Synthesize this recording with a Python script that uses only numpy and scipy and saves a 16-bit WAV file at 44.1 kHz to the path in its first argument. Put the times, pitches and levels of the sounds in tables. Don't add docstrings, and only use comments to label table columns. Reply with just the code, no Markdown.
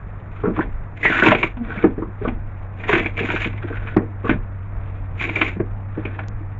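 import sys
import numpy as np
from scipy import signal
from scipy.io import wavfile
from scipy.ndimage import uniform_filter1d, minimum_filter1d

SR = 44100
rng = np.random.default_rng(int(sys.argv[2]) if len(sys.argv) > 2 else 0)


def unload_audio(sound):
    columns = np.transpose(np.atleast_2d(sound))
    steps = np.round(np.clip(columns, -1, 1) * 32767)
    wavfile.write(sys.argv[1], SR, steps.astype(np.int16))


def decibels_to_gain(level_db):
    exponent = np.asarray(level_db, float) / 20
    return 10 ** exponent


N = 290619
CONTROL_STEP = 64

# pitch_hz, level_db per Hz
FIBRE_TONE = [(300, -23.5), (520, -16.5), (700, 2.5), (860, -3.5), (1030, 1), (1250, -4), (1450, 0.5),
              (1900, -4), (2300, 1.5), (3500, 6), (8000, -11.5)]
# pitch_hz, width_hz, level_db
SHEET_MODES = [(680, 21, -5.5), (1074, 58, 0.5), (1480, 49, -17.5), (1949, 74, 3), (1950, 17, -18.5),
               (2850, 360, -13), (3410, 52, -16.5)]
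# pitch_hz, width_hz, level_db
PANEL_MODES = [(179.2, 37, -6), (226, 6.1, 2.5), (292, 200, -1.5), (352.2, 140, -6), (440.7, 37, -8),
               (835, 67, -12)]


def evened(x):
    return x / np.sqrt(np.mean(x ** 2) + 1e-20)


def read(points, hz):
    f, value = np.transpose(points)
    return np.interp(np.log(hz + 1), np.log(f + 1), value)


def curves(rows):
    s, *columns = np.transpose(rows)
    return [np.interp(np.arange(N) / SR, s, c) for c in columns]


def sampled(x):
    return np.interp(np.arange(N) / CONTROL_STEP, np.arange(len(x)), x)


def swell(s, hold, db, rise, fall):
    t = np.arange(0, N + CONTROL_STEP, CONTROL_STEP) / SR
    away_db = rise * np.maximum(s - t, 0) + fall * np.maximum(t - s - hold, 0)
    return decibels_to_gain(db - away_db) ** 2


def add(mix, s, sound):
    part = mix[round(s * SR):][:len(sound)]
    part += sound[:len(part)]


def resonate(x, hz, width):
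    turn = np.exp(2j * np.pi * np.cumsum(hz * np.ones(len(x))) / SR)
    r = np.exp(-np.pi * width / SR)
    return 2 * (turn * signal.lfilter([1 - r], [1, -r], x / turn)).real


def body(x, modes):
    return sum((-1) ** k * decibels_to_gain(db) * resonate(x, hz, width) for k, (hz, width, db) in enumerate(modes))


def near_modes(modes, hz):
    db_per_octave = 12.5
    return [(f, width, db - db_per_octave * abs(np.log2(f / hz))) for f, width, db in modes]


def causal(points):
    hz = abs(np.fft.fftfreq(4096, 1 / SR))
    gain = np.log(decibels_to_gain(np.maximum(read(points, hz), -100)))
    taps = np.fft.ifft(np.exp(gain - 1j * signal.hilbert(gain).imag)).real[:2048]
    return taps / np.linalg.norm(taps)


def wander(span):
    size = round(span * SR)
    return evened(uniform_filter1d(uniform_filter1d(rng.standard_normal(N), size), size))


def grit(per_s, spread_db):
    size_db = spread_db * np.minimum(rng.exponential(1, N), 4)
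    size = decibels_to_gain(size_db) * rng.choice([-1, 1], N)
    return size * (rng.random(N) < per_s / SR)


def prying():
    # start_s, hold_s, tearing_db, sheet_ring_hz, glass_over_wood_db
    heaves = [(0.345, 0.05, -44, 1304, 5.5), (0.39, 0.12, -45, 1158, -6), (0.569, 0.041, -31, 1900, -5),
              (0.978, 0.051, -45, 2060, 15), (1.031, 0.08, -29, 1920, 18), (1.145, 0.15, -18.5, 1418, 13),
              (1.387, 0.059, -33, 2266, 16), (1.625, 0.05, -41.5, 1387, -16),
              (1.691, 0.14, -31, 1477, -1.5), (1.959, 0.07, -54.5, 1265, -12),
              (2.221, 0.09, -39, 1178, -23), (2.802, 0.042, -40, 1860, 15.5), (2.898, 0.09, -18, 1933, 7.5),
              (2.997, 0.065, -30, 2280, 8.5), (3.185, 0.06, -26, 2300, 9.5), (3.266, 0.18, -32, 1600, 17),
              (3.629, 0.30, -36.5, 1480, 0), (4.26, 0.055, -33, 1570, 5), (4.756, 0.25, -50.5, 1244, 5.5),
              (5.201, 0.093, -32, 2253, 15.5), (5.357, 0.13, -27.5, 2270, 13),
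              (5.958, 0.072, -43.5, 1384, -5), (6.078, 0.15, -41.5, 1690, -7),
              (3.505, 0.092, -39.5, 2090, 1)]
    rise_db_per_s, fall_db_per_s = 499, 291.5
    rest_db, rest_hz, rest_glass_db = -56, 1260, 9.5
    rows = np.array(heaves)
    power = np.array([swell(s, hold, db, rise_db_per_s, fall_db_per_s) for s, hold, db in rows[:, :3]])
    rest = decibels_to_gain(rest_db) ** 2
    wood = rest + power.sum(0)
    glass = rest * decibels_to_gain(rest_glass_db) ** 2 + decibels_to_gain(rows[:, 4]) ** 2 @ power
    ring_hz = (rest * rest_hz + rows[:, 3] @ power) / wood
    return sampled(np.sqrt(wood)), sampled(ring_hz), sampled(np.sqrt(glass))


def tearing():
    wood, ring_hz, glass = prying()
    clumps = decibels_to_gain(3.2 * wander(.008))
    fibres = signal.oaconvolve(clumps * grit(2500, 3.2), causal(FIBRE_TONE))[:N]
    ring = .25 * evened(resonate(fibres, ring_hz, 260))
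    sheet = 0.49 * evened(fibres) + 0.25 * evened(body(fibres, SHEET_MODES)) + ring
    treble = signal.butter(2, 2600, "high", fs=SR, output="sos")
    strands = signal.sosfilt(treble, clumps * grit(5000, 5.8))
    return decibels_to_gain(-0.5) * wood * evened(sheet) + glass * evened(strands)


def snaps():
    # start_s, peak_db, ring_hz,
    # dying_s
    cracks = [(1.0979, -6, 1720, 0.31), (1.1474, -8, 1410, 0.06), (1.2454, -4, 1670, 0.027),
              (1.2609, 9.5, 975, 0.073), (1.3169, 4.5, 710, 0.066), (1.3494, -2.5, 2320, 0.05),
              (1.3867, -11, 2360, 0.034), (1.4295, 3.5, 2280, 0.043), (1.8255, -16.5, 2300, 0.041),
              (2.2807, -13.5, 713, 0.043), (2.7984, -27, 2460, 0.088), (2.835, -16, 1850, 0.091),
              (2.9994, -9.5, 2140, 0.046), (3.0604, -6.5, 2340, 0.041), (3.1911, -6.5, 2655, 0.05),
              (3.2334, -25, 2280, 0.05), (3.2879, -9.5, 1500, 0.036), (3.3014, -5.5, 1600, 0.047),
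              (3.3344, -19, 1480, 0.044), (3.3612, -6.5, 1550, 0.044), (3.4236, -26, 2330, 0.027),
              (3.4451, -5, 2970, 0.04), (3.7684, -19, 1550, 0.04), (3.872, -17, 1570, 0.087),
              (4.2938, -5, 1670, 0.12), (5.2106, -6.5, 2210, 0.028), (5.2909, -8.5, 2280, 0.041),
              (1.5694, -27, 1070, 0.054), (6.0517, -12.5, 2300, 0.061), (6.191, -15, 1430, 0.04)]
    # start_s, peak_db, ring_hz, dying_s
    twangs = [(0.4344, -24, 1190, 0.068), (0.4524, -19, 1192, 0.11), (0.5621, -22, 1100, 0.084),
              (0.5891, -11.5, 1030, 0.05), (0.6064, -15.5, 1610, 0.05), (1.03, -12, 1940, 0.1),
              (1.05, 0, 1954, 0.11), (1.0694, -27, 1990, 0.062), (1.1224, -14, 1480, 0.098),
              (1.1667, -10, 1470, 0.063), (1.1894, -11, 1970, 0.05), (1.2216, -6, 1440, 0.038),
              (1.703, -23, 1390, 0.12), (1.7759, -25.5, 2210, 0.086), (2.0193, -25.5, 1180, 0.086),
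              (5.4136, 4.5, 2330, 0.059), (2.2503, -19.5, 1170, 0.13), (2.8928, -13, 966, 0.068),
              (2.9287, 1.5, 1900, 0.065), (2.9507, 2, 1980, 0.1), (3.0445, -18, 2300, 0.018),
              (3.1692, -22, 2220, 0.045), (3.7269, -24, 1360, 0.026), (4.2448, -25.5, 1174, 0.05),
              (4.2612, -18.5, 1130, 0.063), (5.1956, -18.5, 2360, 0.052), (5.2405, -13.5, 2110, 0.03),
              (5.3587, -8.5, 2260, 0.049), (5.4625, -14.5, 2290, 0.06), (6.188, -22, 730, 0.08)]
    rise_s = .002
    out, t, tone = np.zeros(N), np.arange(4096) / SR, causal(FIBRE_TONE)
    rows = [(*row, 0.21) for row in cracks]
    rows += [(*row, .54 - 1.32 * row[1]) for row in twangs]
    for s, db, hz, dying, share in rows:
        noise, draw = rng.random((2, 4096))
        breaks = (noise - .5) * (draw < .12)
        run = breaks * decibels_to_gain(-60 * t / max(dying, .01)) * np.minimum(t / rise_s, 1)
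        broad = signal.oaconvolve(run, tone)[:len(t)]
        broad = .5 * broad + resonate(broad, hz, 1700)
        ring = resonate(resonate(broad, hz, 210), hz, 800)
        crunch = broad + body(broad, near_modes(SHEET_MODES, hz))
        share = np.clip(share, 0, .85)
        snap = (1 - share) * evened(crunch) + share * evened(ring)
        add(out, s - .001, decibels_to_gain(db) * snap / abs(snap).max())
    return out


def blows():
    # start_s, peak_db, ring_hz, length_s
    hits = [(0.435, -11, 395, 0.13), (0.472, -12, 242, 0.078), (0.573, -14.5, 283, 0.03),
            (0.59, -8.5, 313, 0.028), (1.048, -15, 362, 0.029), (1.097, -13.5, 321, 0.023),
            (1.224, -8, 326, 0.053), (1.258, 1, 336, 0.045), (1.278, -10.5, 223, 0.078),
            (1.316, -7, 610, 0.014), (1.346, -10.5, 345, 0.018), (1.435, -14.5, 332, 0.029),
            (0.662, -32, 189, 0.06), (1.839, -1.5, 320, 0.047), (1.867, -12.5, 253, 0.049),
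            (2.019, -14, 308, 0.024), (2.21, -19, 401, 0.086), (2.246, -12.5, 420, 0.036),
            (2.273, -11.5, 223, 0.062), (2.891, -11, 438, 0.015), (2.93, -8, 335, 0.022),
            (2.953, -12.5, 342, 0.078), (5.409, -14.5, 300, 0.063), (3.965, 2.5, 290, 0.04),
            (4.237, -20, 403, 0.067), (4.293, -4, 267, 0.061), (5.361, -20, 448, 0.055),
            (2.069, -26.5, 189, 0.061), (4.332, -20, 203, 0.056)]
    # start_s, peak_db
    knocks = [(1.193, -16.5), (1.977, -15.5), (2.999, -19), (3.047, -21), (3.287, -18.5), (3.333, -16.5),
              (3.454, -15.5), (3.638, -19.5), (3.701, -21), (5.205, -29), (5.244, -22.5), (5.288, -22.5),
              (5.47, -29), (3.236, -23), (1.14, -39), (1.389, -20.5), (6.05, -18), (6.195, -31.5),
              (6.399, -31)]
    # start_s, peak_db, ring_hz
    shoves = [(1.767, -19.5, 190), (3.201, -14, 350), (5.558, -19, 200), (5.594, -8, 308),
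              (5.97, -12.5, 303)]
    knock_hz, knock_s = 320, .035
    shove_s, shove_rise_s = .016, .012
    rise_s, hard_db = 0.0088, 11
    struck = hits + [(s, db, knock_hz, knock_s) for s, db in knocks]
    struck = [(*row, rise_s / 2 ** ((row[1] + 20) / hard_db)) for row in struck]
    return struck + [(*row, shove_s, shove_rise_s) for row in shoves]


def thumps():
    out, t = np.zeros(N), np.arange(8192) / SR
    for s, db, hz, length, rise in blows():
        noise = rng.standard_normal(8192)
        dying = decibels_to_gain(-30 * np.maximum(t - rise, 0) / max(length, .004))
        shape = dying * np.sin(np.pi / 2 * np.minimum(t / rise, 1)) ** 2
        push = uniform_filter1d(uniform_filter1d(noise, size=40), size=30) * shape
        sag_hz = hz * (.8 + .27 * np.exp(-t / .05))
        ring = resonate(resonate(push, sag_hz, 90), sag_hz, 300)
        slap = evened(resonate(resonate(noise * shape, 960, 970), 560, 1300))
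        thump = 0.53 * evened(body(push, near_modes(PANEL_MODES, hz))) + 0.78 * evened(ring)
        thump = thump + 0.25 * decibels_to_gain(0.39 * db) * slap
        add(out, s - .001, decibels_to_gain(db) * thump / abs(thump).max())
    return out


def shaking():
    rest_db, levered_db = -54, 1
    rattle_db, settle_db_per_s = -13, 262
    knocks = decibels_to_gain(2.5 * wander(.015)) * grit(500, 3.5)
    after = sum(swell(s + .012, 0, db + rattle_db, 1500, settle_db_per_s) for s, db, *_ in blows())
    wood = prying()[0]
    power = decibels_to_gain(rest_db) ** 2 + sampled(after) + (decibels_to_gain(levered_db) * wood) ** 2
    strength = np.minimum(np.sqrt(power), decibels_to_gain(-24))
    return decibels_to_gain(-6.5) * strength * evened(resonate(body(knocks, PANEL_MODES[1:]), 340, 210))


def creak():
    # start_s, pitch_hz, level_db
    groan = [
        (1.566, 262.4, -21),
        (1.59, 235.5, -32),
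        (1.616, 237.6, -18),
        (1.649, 226, -28.5),
        (1.675, 218, -28),
    ]
    hz, db = curves(groan)
    turn, t = 2 * np.pi * np.cumsum(hz) / SR, np.arange(N) / SR
    on = np.clip(np.minimum(t - groan[0][0], groan[-1][0] - t) / 0.0095, 0, 1)
    tone = np.sin(turn) + .06 * np.sin(2 * turn) + 0.075 * np.sin(3 * turn)
    return on * decibels_to_gain(db + 1) * tone


def hum():
    # start_s, pitch_hz, level_db
    motor = [(0.0, 96.2, -48), (0.05, 96.3, -38), (1.04, 96.3, -39), (1.49, 97.5, -41), (2.05, 97.5, -36),
             (2.9, 97.4, -35), (3.5, 98.9, -31), (4.44, 99.0, -34), (4.61, 97.4, -33), (5.89, 97.5, -32),
             (6.59, 99.2, -32)]
    # multiple of the pitch, level_db
    overtones = [(1.5, -38), (2, -21), (3, -25.5)]
    hz, db = curves(motor)
    turn = 2 * np.pi * np.cumsum(hz + 2.2 * wander(.06)) / SR
    tone = np.sin(turn)
    for multiple, level_db in overtones:
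        tone = tone + decibels_to_gain(level_db + 2.5 * wander(0.071)) * np.sin(multiple * turn)
    return decibels_to_gain(db + 5.0 + 1.2 * wander(0.01)) * tone


def rumble():
    # peak_s, level_db
    surges = [(0.0, -33), (0.48, -29.5), (0.75, -27), (1.4, -36), (1.58, -32.5), (1.92, -26.5),
              (2.35, -23.5), (2.6, -33.5), (3.05, -32.5), (3.38, -33), (3.84, -31), (4.38, -24),
              (4.82, -27), (5.05, -34), (5.71, -34.5), (6.35, -31.5)]
    steady_db, rise_s, fall_s = -36, 0.069, 0.094
    bass = signal.butter(3, [16, 52], "band", fs=SR, output="sos")
    low = signal.sosfilt(bass, rng.standard_normal(N))
    t = np.arange(0, N + CONTROL_STEP, CONTROL_STEP) / SR
    surge = sum(decibels_to_gain(db) ** 2 * np.exp(-((t - s) / np.where(t < s, rise_s, fall_s)) ** 2) for s, db in surges)
    return np.sqrt(decibels_to_gain(steady_db) ** 2 + sampled(surge)) * evened(low)


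def air():
    # pitch_hz, level_db per Hz
    air_tone = [(60, -17), (110, -1), (150, -13), (200, -15), (300, -23), (600, -21.5), (1200, -24),
                (2000, -31.5), (3000, -45.5), (8000, -30)]
    frames, hz = N // 256 + 5, np.fft.rfftfreq(1024, 1 / SR)
    a, b, patches = rng.standard_normal((frames, 513, 3)).T
    patches = uniform_filter1d(uniform_filter1d(patches, 10, 0), 14, 1)
    patches_db = 1.4 * evened(patches)
    z = (a + 1j * b) * decibels_to_gain(read(air_tone, hz)[:, None] + patches_db)
    return decibels_to_gain(-37) * evened(signal.istft(z, nperseg=1024, noverlap=768)[1][:N])


def hull(x):
    # pitch_hz, time to fall 60 dB in s
    echo_times = [(200, 0.16), (1000, 0.16), (3000, 0.14)]
    taps = np.zeros(SR // 2)
    at = np.arange(160, len(taps) - 20, 20)
    taps[at + rng.integers(0, 20, len(at))] = rng.choice([-1., 1.], len(at))
    hz, t, z = signal.stft(taps, SR, nperseg=256)
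    dying = decibels_to_gain(-60 * t / read(echo_times, hz)[:, None])
    tail = signal.istft(z * dying, SR, nperseg=256)[1]
    return signal.oaconvolve(x, tail / np.linalg.norm(tail))[:N]


def scene():
    work = tearing() + snaps() + thumps() + shaking() + creak()
    echo = decibels_to_gain(-8.5) * hull(work)
    return (work + echo + hum() + rumble() + air())[None]


def band_limit(x):
    return signal.sosfilt(signal.butter(12, 9100, fs=SR, output="sos"), x)


def record(dry):
    # pitch_hz, level_db
    microphone = [(2400, 1), (3200, -15), (3700, -19), (4200, -32), (5000, -41.5), (6000, -39),
                  (7200, -32.5)]
    # start_s, level_db
    ticks = [
        (3.9754, -33),
        (6.2844, -13.5),
    ]
    colour = causal(microphone)
    heard = signal.oaconvolve(dry[0], colour / colour.sum())[:N]
    for s, db in ticks:
        add(heard, s, decibels_to_gain(db) * np.array([1., -.4]))
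    peak = -minimum_filter1d(-abs(heard), size=301)
    heard = heard / uniform_filter1d(np.maximum(peak / 1.08, 1), size=151)
    clipped = np.clip(heard, -.99, .99)
    edge = signal.firwin(511, 7350, window=("kaiser", 9), fs=SR)
    mix = signal.oaconvolve(clipped, edge, "same")[None]
    return band_limit(mix)


dry = scene()
out = record(dry)
unload_audio(out)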